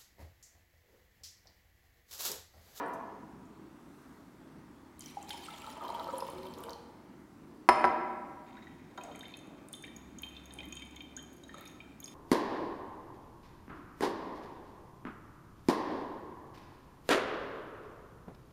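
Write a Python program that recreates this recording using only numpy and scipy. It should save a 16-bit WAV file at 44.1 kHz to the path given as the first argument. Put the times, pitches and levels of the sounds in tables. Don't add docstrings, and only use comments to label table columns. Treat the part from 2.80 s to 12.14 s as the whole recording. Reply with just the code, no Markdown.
import sys
import numpy as np
from scipy import signal
from scipy.fft import rfft, irfft
from scipy.io import wavfile
from scipy.ndimage import uniform_filter1d

SR = 44100
rng = np.random.default_rng(int(sys.argv[2]) if len(sys.argv) > 2 else 0)


def digitize_waveform(pressure):
    field = np.atleast_2d(pressure).T
    bounded = np.clip(field, -1, 1)
    quanta = np.round(bounded * 32767).astype(np.int16)
    wavfile.write(sys.argv[1], SR, quanta)


N = 411894
LEAD = SR // 2
WALL_HZ = 3145

# time in seconds, then deep gurgle, gurgle and fizz levels in dB.
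STREAM = [(2.15, -75, -84, -90), (2.22, -89, -96, -63), (2.4, -72, -57, -70.5), (2.47, -67, -63, -70),
          (2.49, -58.5, -61, -59), (2.8, -73, -58, -61.5), (2.96, -88, -52.5, -65.5),
          (3.05, -58, -43.5, -66), (3.37, -56, -47, -65), (3.7, -54.5, -60.5, -69.5),
          (3.89, -57, -47.5, -69.5), (4.2, -106, -103, -101.5)]


def amp(db):
    return 10 ** (np.asarray(db) / 20)


def evened(x):
    return x / np.sqrt(np.mean(x ** 2) + 1e-20)


def value_at(points, hz):
    pitch, value = np.transpose(points)
    return np.interp(np.log(hz + 1), np.log(pitch + 1), value)


def between(ends, share):
    return ends[0] * (ends[1] / ends[0]) ** share


def add(mix, s, sound):
    part = mix[LEAD + round(s * SR):][:len(sound)]
    part += sound[:len(part)]


def curves(rows):
    s, *columns = np.transpose(rows)
    t = (np.arange(N + LEAD) - LEAD) / SR
    gate = np.clip(np.minimum(t - s[0], s[-1] - t) / 0.021, 0, 1)
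    return [gate * amp(np.interp(t, s, db)) for db in columns]


def ring(hz, t60, glide=0, rise=0.00078):
    t = np.arange(int(t60 * SR) + 50) / SR
    envelope = amp(-60 * t / t60) * (1 - np.exp(-t / rise))
    return envelope * np.sin(2 * np.pi * hz * (t + glide * t ** 2 / (2 * t60)))


def rattle(colour, t60):
    t, hz = np.arange(4096) / SR, np.fft.rfftfreq(4096, 1 / SR)
    noise = evened(irfft(rfft(rng.standard_normal(4096)) * amp(value_at(colour, hz))))
    return amp(-60 * t / t60) * (1 - np.exp(-t / 0.0004)) * noise


def splat(hz, t60, tone_share=0.48, width=0.27):
    rise = 2.3 / hz
    tone = ring(hz, t60, 0.06, rise)
    t = np.arange(len(tone)) / SR
    hiss = signal.lfilter(*signal.iirpeak(hz, 1 / width, SR), rng.standard_normal(4000)[:len(t) + 200])
    hiss = evened(signal.lfilter(*signal.iirpeak(hz, .5 / width, SR), hiss))[200:]
    return tone_share * tone + (1 - tone_share) * hiss * amp(-60 * t / t60) * (1 - np.exp(-t / rise))


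def bubbles(rows, pitches, levels_db, cycles, per_s, spread_db, glide, spurts):
    first, length = LEAD + int(rows[0][0] * SR), int((rows[-1][0] - rows[0][0]) * SR)
    length = min(length, N + LEAD - first)
    chance, strength, which = rng.random((3, length))
    rush = np.exp(spurts * evened(uniform_filter1d(rng.standard_normal(length), 500)))
    born = chance < per_s / SR * rush / rush.mean()
    kicks = born * amp(spread_db * np.minimum(-np.log(strength + 1e-9), 4))
    part = np.zeros(length)
    for k, (hz, db) in enumerate(zip(pitches, levels_db)):
        own = kicks * (np.floor(which * len(pitches)) == k)
        part += amp(db) * np.sqrt(hz) * signal.oaconvolve(own, ring(hz, cycles / hz, glide))[:length]
    out = np.zeros(N + LEAD)
    out[first:first + length] = evened(part)
    return out


def resonate(x, peaks):
    out = sum(amp(db) * signal.lfilter(*signal.iirpeak(hz, hz / width, SR), x) for hz, width, db in peaks)
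    return out * np.std(x) / np.std(out)


def thin_bass(x):
    return signal.lfilter(*signal.butter(3, 190, "high", fs=SR), x)


def clunk():
    # pitch in Hz, noise level in dB.
    colour = [(71, -61), (120, -44), (178, -11), (213, -6), (377, -7), (578, -7.5), (801, 2), (1490, -8.5),
              (2650, -28), (6000, -39), (7800, -75), (13200, -120)]
    out = np.zeros(N + LEAD)
    add(out, -0.1, amp(-18) * rattle(colour, t60=0.15))
    return thin_bass(out)


def ventilation():
    # pitch in Hz, noise level in dB.
    colour = [(15, -75), (25, -14.5), (92, -10), (124, -16.5), (150, 0.5), (196, -8), (272, 0.5),
              (431, -14), (480, -18), (741, -18.5), (945, -17), (2190, -28), (2440, -32), (13100, -44),
              (16300, -45)]
    frames, hz = N // 256 + 5, np.fft.rfftfreq(1024, 1 / SR)
    real, imaginary, patches = rng.standard_normal((frames, 513, 3)).T
    patches = evened(uniform_filter1d(uniform_filter1d(patches, 10, 0), 30, 1))
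    spectrum = (real + 1j * imaginary) * amp(value_at(colour, hz)[:, None] + 1.36 * patches)
    return amp(-54) * evened(signal.istft(spectrum, nperseg=1024, noverlap=768)[1][:N])


def tinkles():
    # start in seconds, level in dB, pitch in Hz.
    touches = [(0.134, -56, 6120), (.135, -61, 7600), (.135, -58, 12200), (.135, -63, 10300),
               (.06, -59, 8830), (.08, -61, 13400), (0.653, -68, 7000)]
    out = np.zeros(N + LEAD)
    for s, db, hz in touches:
        add(out, s, amp(db) * splat(hz, t60=0.08))
    return out


def sleeve():
    # time in seconds, level in dB.
    levels = [(0.9, -85), (1.21, -74), (1.75, -87)]
    rustle, = curves(levels)
    hiss = signal.lfilter(*signal.butter(2, [2500, 14000], "band", fs=SR), rng.standard_normal(N + LEAD))
    return rustle * evened(hiss)


def drone():
    # time in seconds, pitch in Hz, level in dB.
    swells = [
        [(1.9, 87.2, -77), (2.09, 77.9, -69), (4.01, 77.8, -67), (4.2, 70.8, -75)],
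        [(6.8, 62.8, -90), (7.1, 67.4, -65), (7.9, 67.6, -58), (8.93, 69.1, -71.5), (9.3, 63, -61)],
    ]
    out, t = np.zeros(N), np.arange(N) / SR
    for rows in swells:
        s, hz, db = np.transpose(rows)
        gate = np.clip(np.minimum(t - s[0], s[-1] - t) / 0.17, 0, 1)
        tone = np.sqrt(2) * np.sin(2 * np.pi * np.cumsum(np.interp(t, s, hz)) / SR)
        out += gate * amp(np.interp(t, s, db)) * tone
    return out


def pouring():
    # pitch in Hz, width in Hz, dB.
    pockets = [(371.5, 4.7, 25), (553, 110, 5.5)]
    air_space = [(674, 63, -1), (856, 64, -9), (940, 123, 10.5), (1146, 43, 3), (1620, 120, -41)]
    # pitch in Hz, fizz strength in dB per Hz.
    fizz_colour = [(880, -31), (1500, -12), (2080, -1), (3090, 0.5), (4120, -1.5), (5540, -1.5),
                   (10100, 0.5), (11000, -3.5), (16000, -3)]
    # start in seconds, level in dB, pitch in Hz, fade time in seconds.
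    glugs = [(2.37, -26.5, 802, .042), (2.504, -44, 835, 0.23), (2.536, -37.5, 930, 0.064),
             (2.684, -33, 1310, .037), (2.718, -41, 860, .066), (2.841, -38, 1320, 0.044),
             (2.87, -44, 865, 0.27), (2.871, -32.5, 1275, 0.024), (3.009, -35, 1230, .071),
             (3.048, -28.5, 1003, 0.045), (3.103, -21.5, 890, 0.02), (3.149, -25.5, 950, 0.03),
             (3.195, -32, 930, 0.073), (3.195, -38, 1294, 0.071), (3.286, -35.5, 934, 0.12),
             (3.286, -33.5, 531, .062), (3.287, -29.5, 1280, 0.04), (3.335, -30.5, 966, 0.07),
             (3.335, -32.5, 530, 0.13), (3.423, -23, 990, 0.016), (3.423, -32.5, 527, 0.086),
             (3.486, -28.5, 1020, 0.02), (3.486, -30, 525, 0.034), (3.644, -39.5, 930, 0.084),
             (3.644, -49.5, 515, 0.16), (3.772, -44.5, 484, 0.18), (3.842, -42.5, 469, 0.2),
             (3.958, -43, 824, 0.06), (4.09, -47, 850, .071)]
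    deep, gurgle, fizz = curves(STREAM)
    clicks = bubbles(STREAM, np.geomspace(300, 1900, 10), np.zeros(10),
                     cycles=2.06, per_s=500, spread_db=2.8, glide=0.62, spurts=0.6)
    out = deep * resonate(clicks, pockets) + gurgle * resonate(clicks, air_space)
    pitches = np.geomspace(1500, 15000, 26)
    colour_db = value_at(fizz_colour, pitches) + 10 * np.log10(pitches)
    spray = bubbles(STREAM, pitches, colour_db,
                    cycles=14, per_s=15000, spread_db=2.2, glide=0.1, spurts=0.53)
    wall = resonate(spray, [(WALL_HZ * .99, 90, 0), (2250, 250, -4), (4150, 500, -6)])
    pings = bubbles(STREAM, pitches * 1.04, colour_db - 3 * np.log2(pitches / 1500),
                    cycles=74, per_s=700, spread_db=3.2, glide=0.036, spurts=1.0)
    out += fizz * (spray + amp(-12) * wall + amp(2.5) * pings)
    for s, db, hz, t60 in glugs:
        add(out, s, amp(db) * ring(hz, t60, glide=0.035, rise=0.0016))
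    return out


def splashes(small_count=30):
    # start in seconds, level in dB, pitch in Hz.
    large = [(2.1935, -40, 9500), (2.2073, -35.5, 7100), (2.221, -39, 5560), (2.2595, -37.5, 5880),
             (2.427, -40, 7240), (2.492, -34.5, 5100), (2.494, -44, 10500), (2.504, -34, 1700),
             (2.5064, -26, 3300), (2.7814, -45, 4160), (2.8192, -39, 2560), (2.9022, -43, 2680),
             (2.9157, -48, 3000), (3.0484, -44, 3050), (3.081, -38, 4070), (3.1008, -38, 3960),
             (3.1476, -34.5, 3220), (3.196, -39, 3880), (3.2435, -41, 4250), (3.3558, -46, 4170),
             (3.382, -33.5, 10500), (3.404, -36.5, 5010), (3.5006, -42, 10400), (3.632, -43.5, 4100),
             (3.738, -39, 4380), (3.7846, -46, 6860), (3.8045, -48, 12900), (3.8375, -36.5, 3260),
             (3.8365, -41, 9800), (3.838, -37.5, 1500), (3.8938, -37, 4400), (3.906, -39.5, 5700),
             (3.9318, -35, 4330)]
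    small = [(np.interp(when, [0, 1], (2.5, 3.9)), -46 + 8.8 * (loud - .5), between((2600, 4400), pitch))
             for when, loud, pitch in rng.random((small_count, 3))]
    out = np.zeros(N + LEAD)
    for s, db, hz in small + large:
        spray_db = -45.5 + 0.45 * (db + 39)
        add(out, s, amp(spray_db) * splat(between((10500, 15000), rng.random()), t60=0.0068))
        add(out, s, amp(db) * splat(hz, t60=0.017))
        wall_db = -10 - 9 * abs(np.log2(hz / WALL_HZ)) - 5 * (s - STREAM[0][0])
        add(out, s, amp(db + wall_db) * ring(WALL_HZ * .99, t60=0.094))
    return out


def knocks():
    # start in seconds, blow in dB, glass ring and clatter in dB above the blow, contact in ms.
    blows = [(4.8889, -18, 8, 7, 0.7), (5.0421, -20, -8.5, -9, 0.85), (5.051, -32.5, 2, 7, 1.5),
             (6.18, -40.5, -15, -8, 1.2)]
    # pitch in Hz, dB, fade time in seconds.
    bench_notes = [(129, -33, 0.055), (243, -16.5, 0.36), (364, -3.5, 0.096), (515, -13, 0.078),
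                   (619, -4.5, 0.22), (782, 10, 0.04), (980.3, 9, 0.1), (1074, 8.5, 0.041),
                   (1185, 11, 0.027), (1320, 6, 0.085), (1570, 14.5, 0.021), (1810, 9, 0.028),
                   (1990, 10, 0.022), (2400, -15, 0.0196), (3720, -14, 0.008)]
    glass_notes = [(5160, -16, 0.043), (5205, -44, 1.14), (9500, -23.5, 0.051), (9520, -51, 0.25),
                   (7600, -20.5, 0.006), (12200, -33, .003)]
    # pitch in Hz, noise level in dB.
    clatter = [(88, -50), (150, -34.5), (637, -6.5), (790, -3), (1720, -12), (2920, -27.5), (5050, -30),
               (6910, -44), (9630, -69), (10200, -45), (16000, -56)]
    out, thumps = np.zeros((2, N + LEAD))
    for s, blow_db, glass_db, clatter_db, contact_ms in blows:
        for hz, db, t60 in bench_notes:
            dulling = 1 + (hz * contact_ms / 1000) ** 2
            add(out, s, amp(blow_db + db) * ring(hz, t60, rise=0.00049) / dulling)
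        for hz, db, t60 in glass_notes:
            add(out, s, amp(blow_db + glass_db + db) * ring(hz, t60, rise=0.00015))
        add(out, s, amp(blow_db + clatter_db) * rattle(clatter, t60=0.044))
        add(thumps, s, amp(blow_db - 27.5) * ring(75.4, t60=0.27, rise=0.0032))
    return thin_bass(out) + thumps


def trickle():
    # time in seconds, patter level in dB, slosh level in dB.
    flow = [(5.65, -67.5, -93), (6.05, -73, -76), (6.31, -69, -51), (6.48, -63, -94), (6.67, -73.5, -59.5),
            (7.31, -74.5, -77), (7.64, -67, -77), (7.76, -68, -58.5), (7.93, -67, -75), (8.68, -80, -72),
            (8.77, -58.5, -59.5), (9.15, -81, -88), (9.34, -58.5, -63)]
    patter, slosh = curves(flow)
    taps = bubbles(flow, np.geomspace(1800, 7500, 8), np.zeros(8),
                   cycles=3.5, per_s=900, spread_db=3.4, glide=0.21, spurts=0.59)
    gulps = bubbles(flow, np.geomspace(480, 1400, 10), np.zeros(10),
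                    cycles=6.2, per_s=400, spread_db=1.6, glide=0.2, spurts=0.46)
    wall = resonate(taps, [(WALL_HZ, 60, -3), (3650, 200, -1.5), (6600, 400, -3), (2300, 700, -4)])
    hollow = resonate(gulps, [(560, 700, -1), (805, 97, -8.5), (1250, 360, -14)])
    return patter * wall + slosh * hollow


def bursting_bubbles():
    # start in seconds, level in dB, first pitch in Hz, glide share, fade time in seconds.
    chirps = [(5.767, -40, 1250, 1.8, 0.066), (5.867, -60, 1670, .5, .03), (6.345, -38, 1910, 0.6, 0.032),
              (6.427, -37, 1292, 3.4, 0.058), (7.036, -33, 1447, 3.1, 0.05),
              (8.372, -35, 1410, 0.79, 0.042)]
    out = np.zeros(N + LEAD)
    for s, db, hz, glide, t60 in chirps:
        add(out, s, amp(db) * ring(hz, t60, glide, rise=0.0095))
    return out


def dripping():
    # start in seconds, bubble's pitch in Hz and level in dB, upper glass note's level in dB.
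    drops = [(5.7686, 1970, -54, -56), (5.8229, 1990, -56, -56), (5.8695, 1910, -45.5, -62),
             (6.176, 1355, -40, -47.5), (6.2103, 2490, -47.5, -58), (6.314, 1210, -60, -52.5),
             (6.3507, 2370, -48.5, -66), (6.4076, 2370, -63, -42), (6.4534, 2100, -50, -46.5),
             (6.4904, 2350, -54, -55), (6.5384, 2530, -45, -43.5), (6.9358, 1240, -55, -38.5),
             (7.0387, 2310, -44.5, -43), (7.078, 1850, -49, -54), (7.3875, 1100, -70, -57),
             (7.433, 2460, -38.5, -42.5), (7.5505, 2680, -56, -51), (7.566, 2630, -53, -42.5),
             (7.7069, 1750, -55, -47.5), (7.787, 2410, -41.5, -54), (7.804, 2450, -41, -47),
             (7.831, 2060, -48, -52), (7.925, 2460, -43, -48), (7.9688, 2620, -47, -44),
             (7.994, 2490, -48, -50), (8.0204, 2250, -42, -50), (8.1638, 2180, -51, -47.5),
             (8.2057, 2344, -44, -45), (8.373, 1616, -53, -55), (8.3905, 1770, -57, -52),
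             (8.636, 1130, -74, -50), (8.6927, 1800, -42.5, -57), (8.7419, 1264, -40.5, -53),
             (8.782, 1770, -47, -64), (8.811, 1280, -44.5, -53), (8.858, 2430, -49, -46),
             (9.0032, 2385, -42, -55), (9.2282, 2170, -63, -50), (9.2781, 2550, -58, -46.5)]
    # time in seconds, upper glass note's pitch in Hz,
    # wall ring in dB above the louder of bubble and upper glass note.
    landing = [(5.95, 3730, -20), (6.21, 3680, -12), (6.31, 3520, -2), (6.42, 3560, -5.5),
               (6.93, 3520, -12), (7.07, 3600, -5), (7.43, 3550, 0.5), (7.56, 3600, -14), (7.75, 3550, -1),
               (8.37, 3520, -2.5), (8.39, 3520, 9.5), (8.64, 3770, -9), (8.88, 3680, -26), (9.05, 3480, -9)]
    when, upper_pitches, wall_levels = np.transpose(landing)
    out = np.zeros(N + LEAD)
    for s, bubble_hz, bubble_db, upper_db in drops:
        upper_hz = np.interp(s, when, upper_pitches) * (1 + rng.uniform(-0.02, 0.02))
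        wall_db = max(bubble_db, upper_db) + np.interp(s, when, wall_levels) + rng.uniform(-3, 3)
        add(out, s, amp(wall_db) * ring(WALL_HZ, t60=0.085, rise=0.00023))
        add(out, s, amp(bubble_db) * ring(bubble_hz, t60=0.037, glide=0.086, rise=0.0008))
        add(out, s, amp(bubble_db - 3.5) * splat(bubble_hz, t60=0.04))
        add(out, s, amp(upper_db) * ring(upper_hz, t60=0.058, glide=0.14, rise=0.0006))
        add(out, s, amp(upper_db - 3.5) * splat(upper_hz * 1.12, t60=0.021))
    return out


def spatter(trailing=2, mean_delay_s=0.05):
    # start in seconds, ping level in dB, splat level in dB, splat pitch in Hz.
    droplets = [(6.1751, -48, -54, 8000), (6.236, -43, -40.5, 8200), (6.3584, -49, -43, 9050),
                (6.3924, -47, -43.5, 11300), (6.4814, -67, -50, 11100), (6.5702, -49, -44, 10600),
                (6.886, -68, -41, 9200), (6.9298, -49, -32.5, 9100), (6.9516, -49, -42, 9680),
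                (7.0244, -47, -43, 9000), (7.1633, -39, -48, 11000), (7.3857, -39, -45, 7920),
                (7.4202, -50, -36.5, 11900), (7.4877, -51, -57, 10900), (7.6563, -46.5, -51, 10800),
                (7.7236, -60, -50, 8900), (7.7371, -54, -37, 9330), (7.786, -54, -52, 8750),
                (7.8543, -56, -48, 13500), (7.8872, -54, -48, 9700), (7.9245, -35.5, -47, 9150),
                (7.9537, -59, -42, 9000), (7.9671, -41, -50, 8870), (8.0223, -54, -50, 9300),
                (8.1606, -45.5, -53, 9000), (8.3658, -31.5, -46, 7800), (8.427, -57, -49, 11000),
                (8.5293, -56, -50, 8900), (8.537, -59, -51, 12200), (8.635, -50.5, -59, 8800),
                (8.743, -49, -49, 8870), (8.7802, -54, -48, 10700), (8.8092, -59, -42, 12000),
                (8.855, -62, -44, 11200), (8.8755, -45.5, -43, 5600), (9.2026, -42, -43, 12500),
                (9.242, -33, -40.5, 8850), (9.258, -55, -38, 5240), (9.2786, -57, -41.5, 9900)]
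    faint = [(s - mean_delay_s * np.log(delay + 1e-9), -60.5 + 13 * (ping - .5),
              -57.5 + 13 * (wet - .5), between((7540, 14100), pitch))
             for s, *_ in droplets for delay, ping, wet, pitch in rng.random((trailing, 4))]
    out = np.zeros(N + LEAD)
    for s, ping_db, splat_db, splat_hz in droplets + faint:
        ping_hz = 6590 * (1 + rng.uniform(-0.012, 0.012))
        add(out, s, amp(ping_db) * ring(ping_hz, t60=0.029, glide=0.032))
        add(out, s, amp(ping_db - 13) * splat(ping_hz * .95, t60=0.023))
        add(out, s, amp(splat_db) * splat(splat_hz, t60=0.012))
        add(out, s, amp(splat_db - 6) * splat(12500, t60=0.004))
    return out


def scrape():
    # time in seconds, level in dB.
    levels = [(6.2, -67), (6.24, -50), (6.3, -61), (6.35, -68), (6.39, -67)]
    push, = curves(levels)
    rubbing = rng.standard_normal(N + LEAD)
    return push * resonate(rubbing, [(710, 99, 14), (570, 74, -10), (1150, 150, -21)])


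def room(x):
    # pitch in Hz, fade time in seconds.
    fade_times = [(70, .5), (130, 2.5), (400, 1.59), (1000, 1.336), (2500, 1.19), (5000, 0.67),
                  (12000, 0.49)]
    echoes = np.zeros(2 * SR)
    slots = np.arange(300, 2 * SR - 20, 20)
    echoes[slots + rng.integers(0, 20, len(slots))] = rng.choice([-1., 1.], len(slots))
    hz, t, spectrum = signal.stft(echoes, SR, nperseg=256)
    tail = signal.istft(spectrum * amp(-60 * t / value_at(fade_times, hz)[:, None]), SR, nperseg=256)[1]
    tail[:300] = 0
    return signal.fftconvolve(x, tail / np.linalg.norm(tail))[:len(x)]


def scene():
    glass = clunk() + tinkles() + knocks() + scrape()
    liquid = pouring() + splashes() + trickle() + bursting_bubbles() + dripping() + spatter()
    heard = glass + liquid + sleeve() + amp(-7) * room(glass + liquid)
    return (heard[LEAD:] + ventilation() + drone())[None]


def record(dry):
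    thinned = signal.sosfilt(signal.butter(4, 38, "high", fs=SR, output="sos"), dry)
    treble_cut = signal.firwin(511, 16000, window=("kaiser", 9), fs=SR)
    return signal.oaconvolve(thinned, treble_cut[None], "same")


dry = scene()
out = record(dry)
digitize_waveform(out)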